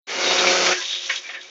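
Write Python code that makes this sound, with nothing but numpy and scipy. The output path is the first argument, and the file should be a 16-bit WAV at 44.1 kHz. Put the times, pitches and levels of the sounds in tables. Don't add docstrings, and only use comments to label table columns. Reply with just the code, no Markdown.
import sys
import numpy as np
from scipy import signal
from scipy.fft import rfft, irfft
from scipy.io import wavfile

SR = 44100
rng = np.random.default_rng(int(sys.argv[2]) if len(sys.argv) > 2 else 0)


def inscribe(sig):
    pcm = np.round(np.clip(np.atleast_2d(sig).T, -1, 1) * 32767)
    wavfile.write(sys.argv[1], SR, pcm.astype(np.int16))


N = 66150
TIME = np.arange(N) / SR

# (multiple of vane rate, level [dB])
PUMP_HARMONICS = [(1, -12.5), (2, 0), (3, 2.5), (4, -3), (5, -7.5), (6, -16), (7, -11.5), (8, -12.5)]
# (time [s], level [dB])
SUCTION_FLOW = [(.07, -20.5), (.1, -7), (.2, -1.5), (.26, 2), (.35, 2), (.5, 4.5), (.62, 2), (.68, 3.5),
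                (.725, 1), (.76, -28.5), (.85, -47.5), (.95, -61)]
# (frequency [Hz], density [dB per Hz])
RUSH_SPECTRUM = [(40, -30), (110, -28), (150, -18), (185, -6), (250, -7), (380, 3.5), (680, 1.5),
                 (1050, -2), (1400, 1.5), (1800, -2.5), (2300, 1), (3300, -3), (4400, 1), (4900, -0.5),
                 (5900, 0), (7500, -4)]
# (frequency [Hz], width [Hz], level at 0 dB flow [dB])
PLATE_RESONANCES = [(277.7, 22, -41), (394, 19, -37), (473, 28, -40.5), (1268, 35, -41.5), (1499, 14, -38),
                    (2163, 66, -38.5), (2300, 180, -38.5), (2870, 12, -39), (4275, 13, -36.5),
                    (5660, 30, -37), (5880, 25, -44)]
# (multiple of vane rate, level [dB])
HUM_HARMONICS = [(2, -56), (3, -55)]
# (time [s], level [dB])
HUM_LOAD_LEVEL = [(.8, -3), (.97, 5), (1.02, 1.5), (1.11, 6.5), (1.16, -6), (1.2, 4), (1.225, -15),
                  (1.3, 0), (1.5, -5.5)]
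# (time [s], level [dB])
CLOSING_LEVEL = [(.66, -71), (.715, -35), (.78, -32), (.84, -50.5), (.95, -66)]
# (time [s], level [dB])
BLOWER_LEVEL = [(.07, -46), (.7, -17), (.8, -23), (.9, -26), (1.0, -32.5), (1.08, -25.5), (1.13, -25.5),
                (1.18, -26), (1.21, -35.5), (1.31, -36), (1.39, -47), (1.43, -37), (1.5, -43.5)]
# (frequency [Hz], density [dB per Hz])
HISS_SPECTRUM = [(200, -28.5), (500, -15), (1000, -10), (1420, -8), (1750, -8), (2300, -5), (3500, -0.5),
                 (4300, 0.5), (4900, 0.5), (5800, 5.5), (7500, -2)]
# (time [s], level [dB])
SLIDE_LEVEL = [(.74, -55.5), (.82, -28), (.88, -28), (.92, -22), (.96, -24), (1.0, -28.5), (1.06, -28.5),
               (1.09, -45.5), (1.2, -45.5)]
# (frequency [Hz], density [dB per Hz])
PAPER_SPECTRUM = [(600, -40.5), (2000, -13.5), (2800, -8), (3400, -3), (3780, 3), (4100, -8), (7000, -16.5)]
# (time [s], level [dB], 60 dB decay [s], low thud against the clank [dB])
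LEVER_CLUNKS = [(0.078, -29.5, 0.46, -22), (0.436, -22, 0.045, 7), (.465, -19.5, 0.11, -32.5),
                (0.661, -19, .1, -3), (0.677, -31.5, 0.15, 8.5), (0.713, -18.5, 0.19, -7.5),
                (0.807, -30, 0.14, -17), (1.091, -19, 0.22, -25.5), (1.131, -34.5, 0.19, -32),
                (1.231, -40, 0.6, -19), (1.285, -30, 0.25, -12), (1.331, -33, 0.23, -20),
                (1.342, -31.5, 0.11, -11)]
# (frequency [Hz], density [dB per Hz])
CLANK_SPECTRUM = [(300, -32), (850, -24), (1080, -13.5), (1280, -15.5), (1650, -3.5), (2250, -3.5),
                  (2800, -8), (3600, -11), (4500, -18), (7500, -32)]
# (frequency [Hz], density [dB per Hz])
THUD_SPECTRUM = [(100, -39.5), (330, -4), (550, -8), (720, 4.5), (880, -19), (1300, 0), (2000, -29.5),
                 (6000, -57)]
# (frequency [Hz], level [dB], 60 dB decay [s])
LEVER_MODES = [(537, -13, 0.23), (688, -12.5, 0.058), (1082, -12, 0.21), (1640, -15.5, 0.13),
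               (1863, -9.5, 0.05), (1960, -11.5, 0.13), (2210, -8, .15), (2254, -0.5, 0.16),
               (2422, -1, 0.1), (2630, -12.5, .2)]
# (time [s], level [dB])
STEEL_TICKS = [(0.244, -20), (.287, -26), (.316, -18.5), (.385, -17.5), (.846, -24.5), (.906, -25.5),
               (.924, -22.5), (1.04, -29.5), (1.055, -25), (1.157, -22.5), (1.173, -25.5), (1.408, -32.5)]
# (frequency [Hz], density [dB per Hz])
TICK_SPECTRUM = [(800, -36), (2500, -29.5), (3400, -5.5), (3640, -23.5), (3770, -1), (3950, -13),
                 (4350, -10.5), (4900, -24.5), (7500, -30.5)]
# (time [s], length [s], first pitch [Hz], last pitch [Hz], level [dB])
PIVOT_SQUEAKS = [(.237, 0.13, 3775, 3755, -26.5), (0.359, 0.074, 3700, 3736, -24.5),
                 (0.468, 0.029, 2335, 2316, -18.5), (0.709, 0.029, 1450, 1453, -20.5),
                 (0.767, 0.055, 1660, 1628, -30.5), (0.794, 0.053, 1010, 1016, -38),
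                 (1.24, 0.06, 2423, 2250, -37.5), (1.341, 0.073, 1858, 1629, -36.5),
                 (1.436, 0.04, 2303, 2210, -45)]
# (frequency [Hz], density [dB per Hz])
DRIVE_SPECTRUM = [(25, -20), (75, -20), (110, -14.5), (160, -22), (230, -7), (380, -2), (650, -2),
                  (1000, -6.5), (2300, -2.5), (7000, -26)]
# (frequency [Hz], gain [dB])
MIC_RESPONSE = [(20, -8.5), (3850, -1), (4010, -10.5), (4200, -3.5), (6300, -4.5), (6900, -8),
                (7400, -15.5), (7800, -36), (8200, -67)]

PUMP_HZ, PUMP_WOBBLE = 180.6, 0.0036
BUZZ_DB, BUZZ_GROWTH = -27.5, 1.72
RUSH_DB, RUSH_PULSING = -17, 0.15
CLOSING_HZ, CLOSING_WANDER_HZ = 362, 7.4
CLUNK_RISE_S, RING_DB = .009, -3
TICK_RISE_S, TICK_T60_S = .005, .06
SQUEAK_JITTER = 0.02
ROOM_T60_S, ROOM_DB = 0.16, -9.5
DRIVE_DB = -47
BASS_CUT_HZ = 130
START_S, FADE_S, MIC_EDGE_HZ = .069, .0023, 8100


def pump():
    vane_hz = PUMP_HZ * (1 + PUMP_WOBBLE * drift(rate_hz=35))
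    phase = 2 * np.pi * np.cumsum(vane_hz) / SR
    flow = level(SUCTION_FLOW)

    buzz = unit(harmonics(phase, PUMP_HARMONICS)) * amp(0.66 * drift(rate_hz=25))
    vane_pulses = 1 + RUSH_PULSING * np.cos(phase)
    rush = noise(RUSH_SPECTRUM, vane_pulses * amp(0.89 * drift(rate_hz=270)))

    closing_hz = CLOSING_HZ + CLOSING_WANDER_HZ * drift(rate_hz=56)
    ring = np.sqrt(2) * np.sin(2 * np.pi * np.cumsum(closing_hz) / SR)

    suction = amp(BUZZ_DB) * flow ** BUZZ_GROWTH * buzz
    suction += flow * (amp(RUSH_DB) * rush + plates())
    hum = harmonics(phase, HUM_HARMONICS) * level(HUM_LOAD_LEVEL)
    return suction + hum + level(CLOSING_LEVEL) * ring


def harmonics(phase, orders):
    out = np.zeros(N)
    for multiple, db in orders:
        start_phase = 2 * np.pi * rng.random()
        out += np.sqrt(2) * amp(db) * np.cos(round(multiple) * phase + start_phase)
    return out


def plates():
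    f = np.fft.rfftfreq(N, 1 / SR)
    out = np.zeros(N)
    for hz, width_hz, db in PLATE_RESONANCES:
        resonance = 1 / (1 + (2 * (f - hz) / width_hz) ** 2)
        out += amp(db) * unit(irfft(rfft(rng.standard_normal(N)) * resonance, N))
    return out


def sheet():
    hiss = noise(HISS_SPECTRUM, amp(1.6 * drift(rate_hz=130)))
    scrape = noise(PAPER_SPECTRUM, amp(2.2 * drift(rate_hz=300)))
    return level(BLOWER_LEVEL) * hiss + level(SLIDE_LEVEL) * scrape


def levers():
    out = np.zeros(N)
    for start, db, t60, thud_db in LEVER_CLUNKS:
        impact = noise(CLANK_SPECTRUM) + amp(thud_db) * noise(THUD_SPECTRUM)
        clank = impact * blow(start, CLUNK_RISE_S, t60)
        ring = np.zeros(N)
        for hz, mode_db, mode_t60 in LEVER_MODES:
            tone = np.sin(2 * np.pi * (hz * TIME + rng.random()))
            ring += amp(mode_db) * blow(start, CLUNK_RISE_S, mode_t60) * tone
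        out += amp(db) * (clank + amp(RING_DB) * ring)
    return out


def ticks():
    out = np.zeros(N)
    for start, db in STEEL_TICKS:
        out += amp(db) * noise(TICK_SPECTRUM) * blow(start, TICK_RISE_S, TICK_T60_S)
    return out


def squeaks():
    out = np.zeros(N)
    for start, length, first_hz, last_hz, db in PIVOT_SQUEAKS:
        progress = np.clip((TIME - start) / length, 0, 1)
        glide_hz = first_hz + (last_hz - first_hz) * progress
        hz = glide_hz * (1 + SQUEAK_JITTER * drift(rate_hz=274))
        swell = 4 * np.sqrt(progress) * (1 - progress)
        roughness = unit(amp(2.2 * drift(rate_hz=250)))
        out += amp(db) * swell * roughness * np.sin(2 * np.pi * np.cumsum(hz) / SR)
    return out


def shop(x):
    t = TIME[:SR // 2]
    decay = np.exp(-np.log(1000) * t / ROOM_T60_S)
    tail = rng.standard_normal(len(t)) * decay * (t > .004)
    return signal.fftconvolve(x, tail / np.linalg.norm(tail))[:N]


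def drive():
    return amp(DRIVE_DB) * noise(DRIVE_SPECTRUM)


def amp(db):
    return 10 ** (np.asarray(db) / 20)


def unit(x):
    return x / np.sqrt(np.mean(x ** 2) + 1e-20)


def level(points):
    return amp(np.interp(TIME, *np.transpose(points)))


def colour(x, points):
    hz, db = np.transpose(points)
    f = np.fft.rfftfreq(2 * N, 1 / SR)
    gain = amp(np.interp(np.log(f + 1), np.log(hz + 1), db))
    return irfft(rfft(x, 2 * N) * gain)[:N]


def noise(points, grain=1):
    return unit(colour(grain * rng.standard_normal(N), points))


def drift(rate_hz):
    f = np.fft.rfftfreq(N, 1 / SR)
    lowpass = np.exp(-(f / rate_hz) ** 2) * (f > 0)
    return unit(irfft(rfft(rng.standard_normal(N)) * lowpass, N))


def blow(start, rise, t60):
    t = np.maximum(TIME - start, 0)
    decay = np.exp(-np.log(1000) * np.maximum(t - rise, 0) / t60)
    return np.minimum(t / rise, 1) * decay


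def scene():
    steel = levers() + ticks() + squeaks()
    feeder = pump() + sheet() + steel + amp(ROOM_DB) * shop(steel)
    bass_cut = signal.butter(2, BASS_CUT_HZ, "high", fs=SR, output="sos")
    thin = signal.sosfilt(bass_cut, feeder)
    return (thin + drive())[None]


def record(dry):
    opening = np.clip((TIME - START_S) / FADE_S, 0, 1)
    x = colour(dry[0] * opening, MIC_RESPONSE)
    lowpass = signal.firwin(511, MIC_EDGE_HZ, window=("kaiser", 9), fs=SR)
    return signal.oaconvolve(x, lowpass, "same")[None]


dry = scene()
out = record(dry)
inscribe(out)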